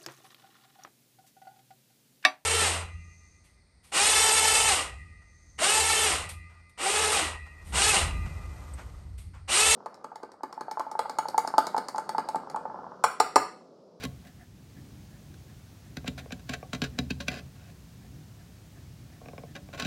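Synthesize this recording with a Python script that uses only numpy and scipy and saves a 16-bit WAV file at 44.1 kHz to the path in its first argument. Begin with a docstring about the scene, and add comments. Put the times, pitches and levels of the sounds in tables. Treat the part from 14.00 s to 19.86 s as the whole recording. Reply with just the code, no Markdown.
"""A quiet workshop: a small gouge pares a walnut carving on a workbench, heard up close.
The edge rasps along the grain, and tiny fibre breaks crackle and ring the wood. When a chip gives way
the carving thumps the bench; between cuts the work rocks and knocks lightly.
Behind it lie a low rumble, hiss and a faint repeating swish."""
import sys
import numpy as np
from scipy import signal
from scipy.fft import rfft, irfft
from scipy.io import wavfile

SR = 44100
rng = np.random.default_rng(int(sys.argv[2]) if len(sys.argv) > 2 else 0)


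def store_wav(level_fs):
    """Save 16-bit WAV to argv[1]."""
    pcm = np.round(np.clip(np.atleast_2d(level_fs), -1, 1) * 32767)
    wavfile.write(sys.argv[1], SR, pcm.T.astype(np.int16))


N = 258426
TIME = np.arange(N) / SR
TAPS = 8192
HZ = np.fft.rfftfreq(TAPS, 1 / SR)

# modes of the bench under the carving: f/Hz, level/dB, t60/s
BENCH_MODES = [(58.2, -24.5, 0.83), (75.4, -23, 1), (133.6, -11, 0.3), (177.5, -9.5, 0.14),
               (255, 0.5, 0.0775), (422, -10.5, 0.046)]
# hollow modes of the knocked work: f/Hz, level/dB, t60/s
HOLLOW_MODES = [(447.6, 0.5, 0.028), (584, -4, 0.021), (716, 1.5, 0.026), (1091, -11.5, 0.037)]


def gain_of(db):
    """Decibels to amplitude."""
    return 10 ** (np.asarray(db) / 20)


def unit_rms(x):
    """Scales to rms 1."""
    return x / np.sqrt(np.mean(x ** 2) + 1e-20)


def curve_at(points, hz):
    """Reads a curve on a log-frequency axis."""
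    f, value = np.transpose(points)
    return np.interp(np.log(hz + 1), np.log(f), value)


def add(mix, s, sound):
    """Mixes a sound in at s seconds."""
    part = mix[max(round(s * SR), 0):][:len(sound)]
    part += sound[:len(part)]


def noise(colour):
    """Steady noise of a given colour, rms 1."""
    eq = gain_of(curve_at(colour, np.fft.rfftfreq(N, 1 / SR)))
    return unit_rms(irfft(rfft(rng.standard_normal(N)) * eq, N))


def ring(modes, attack_s):
    """Damped modes with a soft attack, neighbours in opposite phase."""
    t = TIME[:2 * TAPS]
    tone = sum((-1) ** k * gain_of(db - 60 * t / t60) * np.sin(2 * np.pi * hz * t)
               for k, (hz, db, t60) in enumerate(modes))
    return tone * (1 - np.exp(-(t / attack_s) ** 2))


def room_tone(air_db=-49.5, rumble_db=-58, ebb_db=5, ebbs_per_s=9):
    """The hiss of still workshop air over a low rumble that swells and ebbs."""
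    # colour of the air: f/Hz, level/dB
    air_colour = [(20, -53.5), (36, -22), (56, -4), (100, 0), (160, -3), (280, -15.5), (480, -22.5),
                  (700, -24), (950, -28.5), (1900, -30.5), (3000, -32), (6000, -32.5), (10000, -38.5),
                  (15800, -39.5)]
    # the air's level dips briefly: t/s, level/dB
    air_dip = [(.2, -0.5), (.52, -3.5), (.8, 0)]
    # colour of the rumble: f/Hz, level/dB
    rumble_colour = [(60, -36), (130, 5), (190, -3.5), (300, -4), (450, -21.5), (1000, -70), (4000, -87)]
    air = gain_of(air_db + np.interp(TIME, *np.transpose(air_dip))) * noise(air_colour)
    wander = np.interp(TIME * ebbs_per_s, np.arange(TAPS), rng.uniform(-2.6, 2.4, TAPS))
    ebb = unit_rms(gain_of(ebb_db * wander))
    return air + gain_of(rumble_db) * ebb * noise(rumble_colour)


def fibre_click(tilt, contact_db=1.85):
    """One snapping fibre rings the carving; each point of contact favours other resonances."""
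    # broad colour of breaking fibres: f/Hz, level/dB
    fibre_colour = [(60, -6), (200, -12), (350, -4.5), (650, -1), (900, -10), (1300, -10), (1600, -6),
                    (2800, -3.5), (4300, -10), (6500, -14.5), (9000, -21), (12000, -26), (16000, -27)]
    # resonances of carving and blade: f/Hz, width/Hz, height/dB
    resonances = [(432, 16, 9), (569, 23, 9.5), (729, 56, 12), (1085, 72, 14.5), (1466, 244, 9.5),
                  (1613, 107, 8.5), (1738, 55, 5.5), (2022, 36, 9), (2267, 29, 5), (2393, 79, 7.5),
                  (2600, 200, 7.5), (2940, 100, 1), (3223, 67, 5.5), (3910, 490, 9.5), (4420, 270, 5),
                  (4920, 430, 6), (5990, 480, 9.5), (6860, 63, 1.5), (7210, 290, 9.5), (7630, 230, 3)]
    favour = contact_db * rng.standard_normal(len(resonances))
    peaks = sum((db + extra) / (1 + (2 * (HZ - hz) / width) ** 2)
                for (hz, width, db), extra in zip(resonances, favour))
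    octaves = np.log2(np.maximum(HZ, 600) / 3000)
    log_gain = np.log(gain_of(curve_at(fibre_colour, HZ) + peaks + tilt * octaves))
    # minimum phase: the wood rings only after the break
    log_spectrum = np.conj(signal.hilbert(np.r_[log_gain, log_gain[-2:0:-1]]))
    return np.fft.ifft(np.exp(log_spectrum)).real[:TAPS]


def crackle(force, tilt, fizz_db, breaks_per_s, spread_db=2, rub=0.27):
    """Tiny fibre breaks and smooth rubbing follow the force and ring the wood."""
    count = len(force)
    snaps = rng.random(count) < breaks_per_s / SR
    sizes = gain_of(spread_db * np.minimum(rng.exponential(1, count), 4))
    breaks = unit_rms(snaps * sizes * rng.choice([-1, 1], count))
    drive = force * (breaks + rub * rng.standard_normal(count))
    sound = signal.fftconvolve(drive, fibre_click(tilt))
    sound *= np.linalg.norm(force) / np.linalg.norm(sound)  # the force sets the energy released
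    # where the force is highest, tearing fibres also fizz straight into the air
    treble = signal.butter(2, [7000, 14000], "band", fs=SR, output="sos")
    fizz = signal.sosfilt(treble, rng.standard_normal(count) * force ** 2 / force.max())
    add(sound, 0, gain_of(fizz_db) * fizz)
    return sound


def scrapes(trim_db=-3, catch_db=2.5, catches_per_s=260):
    """The sliding edge catches unevenly on the grain; carving and bench shudder under it."""
    # slides of the edge: start/s, end/s, level/dB, tilt/(dB per octave)
    slides = [ (0, 0.035, -44.5, -0.5), (0.022, 0.045, -38, -1.5), (.268, 0.281, -57.5, 2),
              (2.059, 2.076, -43, -2.5), (2.176, 2.197, -39.5, -0.5), (2.506, 2.531, -41, -1.5),
              (2.979, 2.989, -43, -3), (3.302, 3.393, -40.5, -1), (3.552, 3.706, -58, -2.5),
              (5.208, 5.44, -55.5, -13), (5.55, 5.564, -38.5, -2), (5.729, 5.757, -41, -2.5),
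              (5.775, 5.86, -37.5, -1.5)]
    attack_s, slacken_db_per_s, release_s = 0.0017, 24, 0.0077
    out = np.zeros(N)
    bench, hollow = ring(BENCH_MODES, attack_s=0.00176), ring(HOLLOW_MODES, attack_s=0.0028)
    body = gain_of(-6) * bench / np.linalg.norm(bench) + gain_of(-8) * hollow / np.linalg.norm(hollow)
    grain = np.interp(TIME * catches_per_s, np.arange(TAPS), rng.standard_normal(TAPS))
    for start, end, db, tilt in slides:
        t = np.arange(0, end - start + 4 * release_s, 1 / SR)
        catching = unit_rms(gain_of(catch_db * np.resize(grain[round(start * SR):], len(t))))
        stroke = np.minimum(t / attack_s, 1) * np.exp(-np.maximum(start + t - end, 0) / release_s)
        force = gain_of(db + trim_db - slacken_db_per_s * t) * stroke * catching
        fizz_db = -9.5 + 5 * tilt  # a brighter slide fizzes more
        add(out, start, room(crackle(force, tilt, fizz_db, breaks_per_s=4000)))
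        shudder = signal.fftconvolve(force * rng.standard_normal(len(t)), body)
        add(out, start, room(shudder))
    return out


def chips(crackle_trim_db=-2, thump_trim_db=1, creep_db=-21.5, thump_lag_s=0.00062):
    """The edge creeps in, fibres tear ever harder, the chip snaps, and carving and bench take the jolt."""
    # chips giving way: t/s, crackle/dB, build-up/s, decay/s, thump/dB
    snaps = [ (0.038, -30.5, .004, .0015, -34.5), (.053, -29, .003, 0.0019, -27.5),
             (.252, -48, 0.0018, 0.00083, -66), (1.343, -51, 0.0023, 0.0036, -72),
             (1.971, -28.5, .0014, 0.0014, -29.5), (2.08, -26, 0.0028, 0.0024, -25),
             (2.324, -31.5, 0.0033, 0.0036, -30.5), (2.397, -48.5, 0.0024, .002, -59),
             (2.495, -28.5, 0.0023, 0.0044, -28.5), (2.5375, -27, .003, 0.0061, -44),
             (2.7327, -25, .001, 0.0045, -27.5), (2.749, -31.5, 0.0021, 0.0056, -32.5),
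             (2.819, -21.5, 0.00053, 0.0037, -21.5), (2.84, -28, .003, 0.0098, -30.5),
             (2.9888, -19.5, 0.00076, 0.0024, -19), (3.106, -26, .0016, 0.0052, -23.5),
             (3.2041, -31.5, .0013, 0.012, -37.5), (3.2836, -18, 0.0015, 0.0027, -27.5),
             (3.318, -35.5, 0.0016, 0.0037, -47), (5.799, -25.5, 0.00099, 0.0044, -40),
             (5.824, -25, 0.00091, 0.002, -33), (5.851, -30, .002, .0055, -27.5)]
    out = np.zeros(N)
    jolt = gain_of(-18) * ring(HOLLOW_MODES, attack_s=0.00072) - ring(BENCH_MODES, attack_s=0.0033)
    for s, db, rise_s, fall_s, thump_db in snaps:
        creep_s = 5 * rise_s
        t = np.arange(-2 * creep_s, 6 * fall_s, 1 / SR)
        before, after = np.minimum(t, 0), np.maximum(t, 0)
        build_up = np.maximum(np.exp(before / rise_s), gain_of(creep_db) * np.exp(before / creep_s))
        force = gain_of(db + crackle_trim_db) * build_up * np.exp(-after / fall_s)
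        tilt = 0.01 * (db + 26.5)  # a harder break is a touch brighter
        fizz_db = -12.5 + 8 * np.log2(rise_s / fall_s)  # a slow tear with a quick release fizzes most
        add(out, s + t[0], room(crackle(force, tilt, fizz_db, breaks_per_s=11000)))
        add(out, s + thump_lag_s, room(gain_of(thump_db + thump_trim_db) * jolt))
    return out


def swishes(steady_from_s=0.781, period_s=0.3632, width_s=0.03, trim_db=-5):
    """A soft, distant swish of noise that comes round almost three times a second."""
    # colour of the swish: f/Hz, level/dB
    swish_colour = [(120, -18), (260, 3), (400, -8), (560, -14), (720, 7), (950, -25), (1500, -9),
                    (1740, 2), (1870, -3), (2000, -5), (2200, -16), (5000, -27)]
    # louder swishes ahead of the steady pulse: t/s, level/dB
    opening = [(.275, -51.5), (.42, -51.5)]
    steady = [(s, -57.5) for s in np.arange(steady_from_s, N / SR, period_s)]
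    swell = sum(gain_of(db + trim_db) * np.exp(-((TIME - s) / width_s) ** 2)
                for s, db in opening + steady)
    return swell * noise(swish_colour)


def knocks(trim_db=-2, thud_db=-11, detune=0.04):
    """The work rocks: a hollow knock of varying pitch, a bench thud and, on hard contact, a tick."""
    # light contacts: t/s, knock/dB, tick/dB
    contacts = [ (2.044, -34, -50.5), (2.259, -35.5, -56), (2.307, -36, -44.5), (2.628, -30, -49.5),
                (5.215, -38, -66), (5.2585, -37, -49.5), (5.285, -36, -46.5), (5.333, -34, -57),
                (5.3799, -32, -43), (5.4357, -32, -57), (5.688, -40.5, -54)]
    # modes of the hard tick: f/Hz, level/dB, t60/s
    tick_modes = [(1545, 1, 0.031), (2120, 8, 0.0054), (2306, 14, 0.0076), (3660, -2, 0.00756),
                  (5300, -1, 0.012)]
    out = np.zeros(N)
    thud = ring(BENCH_MODES, attack_s=0.0025)
    for s, knock_db, tick_db in contacts:
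        repitch = [1 + detune * rng.standard_normal(), 1, 1]
        hollow = ring(np.multiply(HOLLOW_MODES, repitch), attack_s=0.0012)
        tick = ring(np.multiply(tick_modes, repitch), attack_s=0.00031)
        knock = gain_of(trim_db) * hollow + gain_of(thud_db) * thud
        add(out, s, room(gain_of(knock_db) * knock + gain_of(tick_db + trim_db) * tick))
    return out


def room(x, scatter_db=-7, scatter_s=0.0088, tail_attack_s=0.00073):
    """Adds scatter off the bench and the moving hands, then the short tail of the workshop."""
    # decay of the tail: f/Hz, t60/s
    tail_decay = [(120, 2.36), (300, 0.34), (650, 0.22), (2500, 0.35), (6000, 0.2), (14000, 0.3)]
    # colour of the tail: f/Hz, level/dB
    tail_colour = [(120, -4.5), (300, -10.5), (560, -4), (1000, -12), (2000, -21), (5000, -15), (14000, -8)]
    t = TIME[:SR // 2]
    hz, frame_s, bands = signal.stft(rng.standard_normal(len(t)), SR, nperseg=256)
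    t60 = curve_at(tail_decay, hz)[:, None]
    unit_energy = np.sqrt(2 * np.log(1000) / (t60 * SR))
    bands *= gain_of(curve_at(tail_colour, hz)[:, None] - 60 * frame_s / t60) * unit_energy
    tail = signal.istft(bands, SR, nperseg=256)[1][:len(t)] * (1 - np.exp(-(t / tail_attack_s) ** 2))
    scatter = rng.standard_normal(len(t)) * t * np.exp(-2 * t / scatter_s)
    mids = signal.butter(2, [1000, 4500], "band", fs=SR, output="sos")
    response = tail + gain_of(scatter_db) * signal.sosfilt(mids, scatter / np.linalg.norm(scatter))
    response[0] += 1  # the direct sound
    return signal.fftconvolve(x, response)


def scene():
    """The carving up front, room tone and swish behind, in mono."""
    return (chips() + scrapes() + knocks() + room_tone() + swishes())[None]


def record(dry):
    """A steep high cut at 16 kHz."""
    high_cut = signal.firwin(511, 16000, window=("kaiser", 9), fs=SR)
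    return signal.oaconvolve(dry, high_cut[None], "same")


dry = scene()
out = record(dry)
store_wav(out)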